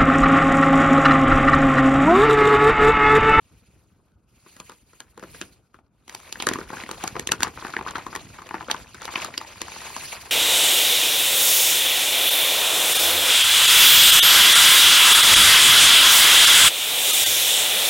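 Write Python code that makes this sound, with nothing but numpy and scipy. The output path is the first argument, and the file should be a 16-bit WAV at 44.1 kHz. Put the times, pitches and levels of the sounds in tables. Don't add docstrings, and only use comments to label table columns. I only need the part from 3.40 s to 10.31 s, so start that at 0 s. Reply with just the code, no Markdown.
import sys
import numpy as np
from scipy import signal
from scipy.fft import rfft, irfft, next_fast_len
from scipy.io import wavfile
from scipy.ndimage import uniform_filter1d, map_coordinates

SR = 44100
rng = np.random.default_rng(int(sys.argv[2]) if len(sys.argv) > 2 else 0)


def master_out(mix):
    frames = np.transpose(np.atleast_2d(mix))
    ceiling = np.clip(frames, -1, 1)
    pcm = np.round(ceiling * 32767).astype(np.int16)
    wavfile.write(sys.argv[1], SR, pcm)


def linear_from_db(decibels):
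    return 10 ** (np.asarray(decibels, float) / 20)


N = 304721

# (t/s, level/dB, panel pitch f/Hz, crack level/dB, settling level/dB)
LARGE_CREASES = [(1.062, -45.5, 1000, -16.5, -4.5), (1.165, -40.5, 1360, -0.5, 0),
                 (1.2, -34, 1020, -0.5, 0.5), (1.295, -35.5, 1040, -2, -0.5), (1.318, -41, 1220, -3, -4),
                 (1.532, -44.5, 1215, -9.5, -10), (1.603, -36, 1410, 4.5, -1.5),
                 (1.776, -33.5, 830, -7, -19.5), (1.795, -38, 1484, -2, -4.5), (1.826, -30, 595, -40, -3),
                 (1.836, -31.5, 1303, -11, -3.5), (1.946, -35, 1380, -32, -12), (2.013, -24, 1340, 0.5, -7),
                 (2.02, -26, 2900, -13, -12), (2.343, -38, 1170, -41, -4), (2.388, -46.5, 720, -32, -10.5),
                 (2.679, -40.5, 800, 0, -22.5), (2.695, -36, 1810, 4, 2.5), (2.748, -33.5, 840, 7.5, -6.5),
                 (2.925, -28.5, 4330, 3.5, -3.5), (2.956, -28, 1540, -29, -21.5),
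                 (3.0, -18, 2900, -45, -2.5), (3.023, -23.5, 2470, 3, 8), (3.035, -25, 530, -30, -16),
                 (3.068, -10, 1200, -3, -10), (3.088, -10, 1560, -2, -12), (3.112, -22, 362, -27, -10.5),
                 (3.135, -22.5, 1740, 0.5, -19), (3.156, -19, 1010, -45, -16),
                 (3.186, -20, 960, -12.5, -14.5), (3.212, -26.5, 1340, -42, -14),
                 (3.302, -26, 1000, -13, -26), (3.33, -23, 930, -17, 3.5), (3.369, -27, 1380, -22, -7),
                 (3.401, -27, 2390, -25, -11.5), (3.436, -23.5, 2060, -14, -24),
                 (3.462, -30, 2180, -15, -26.5), (3.49, -22, 790, -12.5, -10), (3.512, -25, 1070, 1, -24.5),
                 (3.638, -20, 744, -4.5, 0), (3.676, -21.5, 1390, 2, -2), (3.754, -20.5, 1020, -44, -21),
                 (3.765, -16.5, 705, -54, -18), (3.795, -16, 1900, -3, -25.5),
                 (3.872, -20, 3470, -1.5, -18), (3.89, -17.5, 2010, -14, -21), (3.918, -12.5, 1365, 0, -9),
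                 (3.935, -25, 950, -19, -3), (4.005, -18.5, 1440, -4.5, -10.5),
                 (4.022, -18, 1570, -3.5, -4), (4.031, -16.5, 990, 5, -6.5), (4.046, -20, 1030, -20, 8),
                 (4.069, -16.5, 960, -55, -12), (4.174, -25, 1110, -34, -7.5),
                 (4.223, -27.5, 1000, -26, -4.5), (4.248, -20, 940, -14.5, 3),
                 (4.267, -25.5, 1440, -14, -6), (4.337, -20.5, 1230, -32, -1.5),
                 (4.365, -11.5, 1730, -19, -33), (4.39, -21.5, 980, -25, -20), (4.41, -23, 890, -32, -20.5),
                 (4.463, -21, 1010, -30, -11), (4.474, -21, 1150, -20, 6), (4.484, -22, 1040, -39, -16.5),
                 (4.508, -27, 1080, -7, -14), (4.554, -18, 1140, -39, -2), (4.581, -25, 890, -9, -1.5),
                 (4.665, -18.5, 920, -19, -8), (4.727, -28.5, 1200, -15, -1), (4.751, -22, 1640, -7, -9),
                 (4.76, -18.5, 980, -6, 0), (4.986, -29, 1100, -24, 5), (5.019, -30.5, 1060, -12, -5.5),
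                 (5.061, -33, 493, -30, -9.5), (5.09, -32, 2230, -4, -10.5),
                 (5.109, -23.5, 917, -28, -18.5), (5.142, -16, 1014, -25, -17.5),
                 (5.149, -24, 1460, -20, 6), (5.18, -28.5, 1470, -31, -17.5),
                 (5.208, -22.5, 910, -48, -7.5), (5.225, -29, 970, -30, -12), (5.283, -27.5, 525, -23, -11),
                 (5.299, -18, 1130, -28, 3), (5.312, -10.5, 3680, -1, -22.5),
                 (5.344, -17, 1110, -63, -21.5), (5.544, -32.5, 1340, -3, -5.5),
                 (5.618, -29.5, 1310, -2, -6.5), (5.629, -29.5, 4140, -39, -24.5),
                 (5.653, -26.5, 4160, -3, -20), (5.678, -22, 1130, -43, -16), (5.688, -25, 900, -39, -3.5),
                 (5.737, -30.5, 1090, -4, 10), (5.756, -13, 2250, -24, -11.5), (5.775, -24, 990, -27, 1),
                 (5.8, -24.5, 2540, -22, -10.5), (5.818, -22, 2400, -10, 12),
                 (5.846, -18.5, 1275, -3.5, -13.5), (5.939, -23.5, 1978, -23, -13),
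                 (5.977, -18.5, 4550, -1, -26), (6.012, -27.5, 903, -24.5, -7.5),
                 (6.206, -31.5, 4060, -20, -23), (6.216, -17, 1830, -3, -10.5),
                 (6.282, -28, 1214, -7, -21.5), (6.318, -25, 2340, -14, -15.5),
                 (6.362, -28.5, 927, -25, -12), (6.416, -32.5, 1010, -7, 7), (6.564, -21, 740, -6.5, 0),
                 (6.726, -29, 767, -60, 18)]
# (t/s, sheet rustle level/dB, skin sliding level/dB)
HANDLING = [(0.0, -77, -71), (0.28, -77, -73), (0.62, -77, -84), (0.85, -84, -88), (0.95, -76, -72),
            (1.1, -68, -64), (1.28, -68, -64), (1.44, -80, -74), (1.56, -74, -68), (1.75, -72, -78),
            (1.96, -62, -55), (2.14, -73, -71), (2.3, -84, -86), (2.5, -80, -94), (2.64, -76, -78),
            (2.71, -55, -58), (2.9, -60, -60), (3.16, -48, -52), (3.26, -60, -60), (3.36, -48, -50),
            (3.46, -54, -58), (3.62, -48, -52), (3.84, -58, -60), (4.13, -58, -59), (4.28, -48, -52),
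            (4.41, -52, -60), (4.52, -51, -58), (4.86, -57, -59), (5.25, -56, -61), (5.37, -53, -53),
            (5.5, -58, -61), (5.72, -48, -50), (5.84, -45, -46), (5.92, -52, -57), (6.06, -50, -54),
            (6.2, -53, -53), (6.46, -50, -44), (6.74, -57, -46), (6.9, -52, -55)]
# (t/s, level/dB)
ARM_WEIGHT = [(0.3, -60.5), (0.9, -62.5), (1.6, -62), (2.0, -53.5), (2.3, -64.5), (2.75, -62), (3.1, -47),
              (4.2, -49.5), (4.9, -50.5), (5.3, -53.5), (6.91, -53)]
# (f/Hz, level/dB)
SHEET_COLOUR = [(200, -19), (450, -5), (620, -2.5), (1000, -15), (1800, -18), (2400, -11), (3600, -23.5),
                (5500, -37)]
# (f/Hz, level/dB)
SKIN_COLOUR = [(1200, -7), (2500, 1.5), (3600, -3.5), (4600, -3), (5600, -5), (6900, 2), (10000, -9),
               (13500, -16.5), (15600, -16)]
# (f/Hz, level/dB)
BLANKET_COLOUR = [(22, -56), (40, -3.5), (65, 2.5), (120, -0.5), (330, -10), (700, -20.5), (1500, -21),
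                  (4000, -120)]
# (t/s, level/dB)
SKIN_TREBLE = [(0, 4.5), (1.7, 8.5), (2.2, 6), (3.4, 3.5), (6.3, 0.5), (6.9, 6.5)]
# (f/Hz, width f/Hz)
TUBE_RINGS = [(2500, 450), (4490, 1200)]
# (t/s, level/dB)
TUBE_LEVEL = [(6.2, -7.5), (6.45, -6)]
# (t/s, level/dB)
THUMP_LEVEL = [(0, -8.5), (3.5, -13), (4.6, -18), (6.9, -15.5)]
# (f/Hz, fall time t/s)
ROOM_FADE = [(200, 0.45), (1500, 0.11), (10000, 0.07)]
# (f/Hz, likeness, 1 = identical)
PORT_LIKENESS = [(60, .88), (400, .87), (1200, .87), (3000, .72), (5500, .55), (7200, .9995)]
# (f/Hz, phase/radians)
HEARD_PHASE = [(300, 0), (700, .3), (4500, -.3), (5400, -1), (6500, 2.5), (8900, 3.5), (10500, 6),
               (12100, 6.6), (13900, 9.25), (15700, 10.3)]
# (f/Hz, level/dB)
LEFT_OVER_RIGHT = [(300, 0), (1100, 4), (2200, 1), (5300, -3), (6800, 1.5), (8000, 0)]
# (f/Hz, level/dB)
MIC_TOP = [(15900, 0), (16150, -22), (17000, -34), (17600, -90)]

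STIR_DB, STIR_BEFORE_S, STIR_AFTER_S = -24, .007, .035
STIR_FOLLOWS = .5
DRAG_DB = -11
CREASE_DB = -5
TREBLE_HZ = 8000
FLAP_DB_PER_OCTAVE = -4


def unit(x):
    return x / np.sqrt(np.mean(x ** 2) + 1e-20)


def along(points, hz):
    f, value = np.transpose(points)
    return np.interp(np.log(hz + 1), np.log(f + 1), value)


def curves(rows):
    s, *columns = np.transpose(rows)
    return [np.interp(np.arange(N) / SR, s, column) for column in columns]


def wobble(rate):
    knots = rng.standard_normal(int(N * rate / SR) + 4)
    return map_coordinates(knots, [np.arange(N) * rate / SR])


def filtered(x, response):
    m = next_fast_len(N + SR // 4)
    return irfft(rfft(x, m) * response(np.fft.rfftfreq(m, 1 / SR)), m)[..., :N]


def resonance(f, hz, width):
    return 1j * f * width / (hz * hz - f * f + 1j * f * width)


def rush(spectrum, patchy_db):
    z = signal.stft(rng.standard_normal((2, N)), nperseg=256)[2]
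    patches = uniform_filter1d(rng.standard_normal(z.shape[1:]), 5, 0)
    patches = uniform_filter1d(patches, 6, 1)
    pair = signal.istft(z * linear_from_db(patchy_db * unit(patches)), nperseg=256)[1][:, :N]
    return unit(filtered(pair, lambda hz: linear_from_db(along(spectrum, hz))))


def hands(stir_db):
    s, db, *_, settle_db = np.transpose(LARGE_CREASES)
    blow_db = db + stir_db + STIR_FOLLOWS * settle_db
    blows = np.bincount(np.round(s * SR).astype(int), linear_from_db(2 * blow_db), N)
    t = np.arange(-SR // 4, SR // 4 + 1) / SR
    swell = np.exp(-np.abs(t) / np.where(t < 0, STIR_BEFORE_S, STIR_AFTER_S)) ** 2
    stir = np.abs(signal.fftconvolve(blows, swell, "same"))
    rustle_db, skin_db = curves(HANDLING)
    rustle_power = linear_from_db(2 * rustle_db) + stir
    skin_power = linear_from_db(2 * skin_db) + linear_from_db(2 * DRAG_DB) * stir
    return 10 * np.log10([rustle_power, skin_power])


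def sheet_rustle(rustle_db, grip):
    return linear_from_db(rustle_db - 6.5 + 1.8 * grip + 1.8 * wobble(60)) * rush(SHEET_COLOUR, patchy_db=3)


def skin_hiss(skin_db, grip):
    skin = linear_from_db(skin_db + 5 + 0.27 * grip + 2.2 * wobble(55)) * rush(SKIN_COLOUR, patchy_db=2.6)
    treble = filtered(skin, lambda f: f > TREBLE_HZ)
    skin += (linear_from_db(curves(SKIN_TREBLE)[0]) - 1) * treble
    ring = filtered(skin, lambda f: sum(resonance(f, hz, width) for hz, width in TUBE_RINGS))
    return skin + linear_from_db(curves(TUBE_LEVEL)[0]) * ring


def blanket_rumble():
    return linear_from_db(curves(ARM_WEIGHT)[0] + 1.1 * wobble(9)) * rush(BLANKET_COLOUR, patchy_db=3)


def rubbing():
    rustle_db, skin_db = hands(STIR_DB)
    grip = wobble(15)
    return sheet_rustle(rustle_db, grip) + skin_hiss(skin_db, grip) + blanket_rumble()


def buckle(rows, size):
    s, db, panel_hz, thump_db, crack_db, settle_db = np.transpose(rows)[:, :, None, None]
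    strain = SR // 200
    t = (np.arange(size) - strain) / SR
    f = np.fft.rfftfreq(size, 1 / SR)
    after = np.clip(t, 0, 1)

    def peak(spectrum):
        x = irfft(spectrum, size)
        return x / np.abs(x).max(axis=(1, 2), keepdims=True)

    ticks = rng.standard_normal((len(rows), 2, size)) * rng.exponential(1, (len(rows), 1, size))
    creak = 0.1 * np.exp(np.clip(t, -1, 0) / 0.003) * (t < 0)
    burst = (after / 0.00058) ** 2 * np.exp(-after / 0.00067)
    flurry = rfft(ticks * (creak + burst))
    settling = rfft(ticks * (1 - np.exp(-after / 0.00047)) * linear_from_db(-60 * after / 0.071))
    body = flurry + linear_from_db(settle_db) * settling

    panel = resonance(f, panel_hz, 0.54 * panel_hz) ** 2 + 0.63 * resonance(f, 992.0, 890.0) ** 2
    sound = linear_from_db(db + 2) * peak(body * panel)
    sound += linear_from_db(db + 0.32 * crack_db - 12.0) * peak(body * resonance(f, 3460.0, 1900.0) ** 2)
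    crack = (flurry + linear_from_db(settle_db - 36.0) * settling) * linear_from_db(along(SKIN_COLOUR, f))
    sound += linear_from_db(db + crack_db + 12) * peak(crack * 1j * f / (640.0 + 1j * f))
    thump = (flurry + settling / 2) * resonance(f, 341.0, 526.0) ** 2
    sound += linear_from_db(db + thump_db + 11) * peak(thump)

    sound *= np.clip((size - np.arange(size)) / (size / 4), 0, 1)
    at = (np.round(s[:, 0] * SR).astype(int) + np.arange(size)).ravel()
    sides = [np.bincount(at, sound[:, side].ravel(), N + 2 * size) for side in (0, 1)]
    return np.array([side[strain:][:N] for side in sides])


def crackle(count):
    rustle_db = hands(STIR_DB + CREASE_DB)[0]
    busy = np.cumsum(linear_from_db(7 * wobble(26) + .5 * rustle_db))
    chance, spread = rng.random((count, 2)), rng.standard_normal((count, 4))
    at = np.searchsorted(busy / busy[-1], chance[:, 0]).clip(0, N - 1)
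    db = rustle_db[at] + 8.5 - 3.4 * np.log(1 - .92 * chance[:, 1])
    panel_hz = np.clip(1500 * np.exp(.65 * spread[:, 0]), 400, 6000)
    thump_db = -27 + 4 * spread[:, 1]
    crack_db = -17 + 6 * spread[:, 2]
    settle_db = -16 + 4 * spread[:, 3]
    return buckle(np.transpose([at / SR, db, panel_hz, thump_db, crack_db, settle_db]), size=1024)


def snaps():
    s, db, panel_hz, crack_db, settle_db = np.transpose(LARGE_CREASES)
    thump_db = np.interp(s, *np.transpose(THUMP_LEVEL))
    thump_db = thump_db + FLAP_DB_PER_OCTAVE * np.log2(panel_hz / 1000)
    return buckle(np.transpose([s, db, panel_hz, thump_db, crack_db, settle_db]), size=2048)


def room(x):
    hz, t, z = signal.stft(rng.standard_normal((2, SR // 3)), SR, nperseg=256)
    tail = signal.istft(z * linear_from_db(-60 * t / along(ROOM_FADE, hz)[:, None]), SR, nperseg=256)[1]
    tail = tail / np.linalg.norm(tail[0])
    delayed = np.pad(x, ((0, 0), (220, 0)))
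    return signal.fftconvolve(delayed, tail, axes=1)[:, :N]


def scene():
    rubbed = rubbing()
    creases = crackle(count=1400) + snaps()
    return rubbed + creases + linear_from_db(-14.5) * room(creases)


def band_limit(x):
    return signal.sosfilt(signal.butter(12, 17660, fs=SR, output="sos"), x)


def record(dry):
    def turn(hz):
        return np.arccos(np.clip(along(PORT_LIKENESS, hz), -1, 1)) / 2

    def lean(hz):
        phase = np.interp(hz, *np.transpose(HEARD_PHASE))
        return linear_from_db(along(LEFT_OVER_RIGHT, hz) / 2) * np.exp(.5j * phase)

    shared, differing = filtered(dry, lambda hz: np.array([np.cos(turn(hz)), np.sin(turn(hz))]))
    ports = np.array([shared + differing, shared - differing])
    ports = filtered(ports, lambda hz: linear_from_db(along(MIC_TOP, hz)) * np.array([lean(hz), 1 / lean(hz)]))
    return band_limit(ports)


dry = scene()
out = record(dry)
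master_out(out)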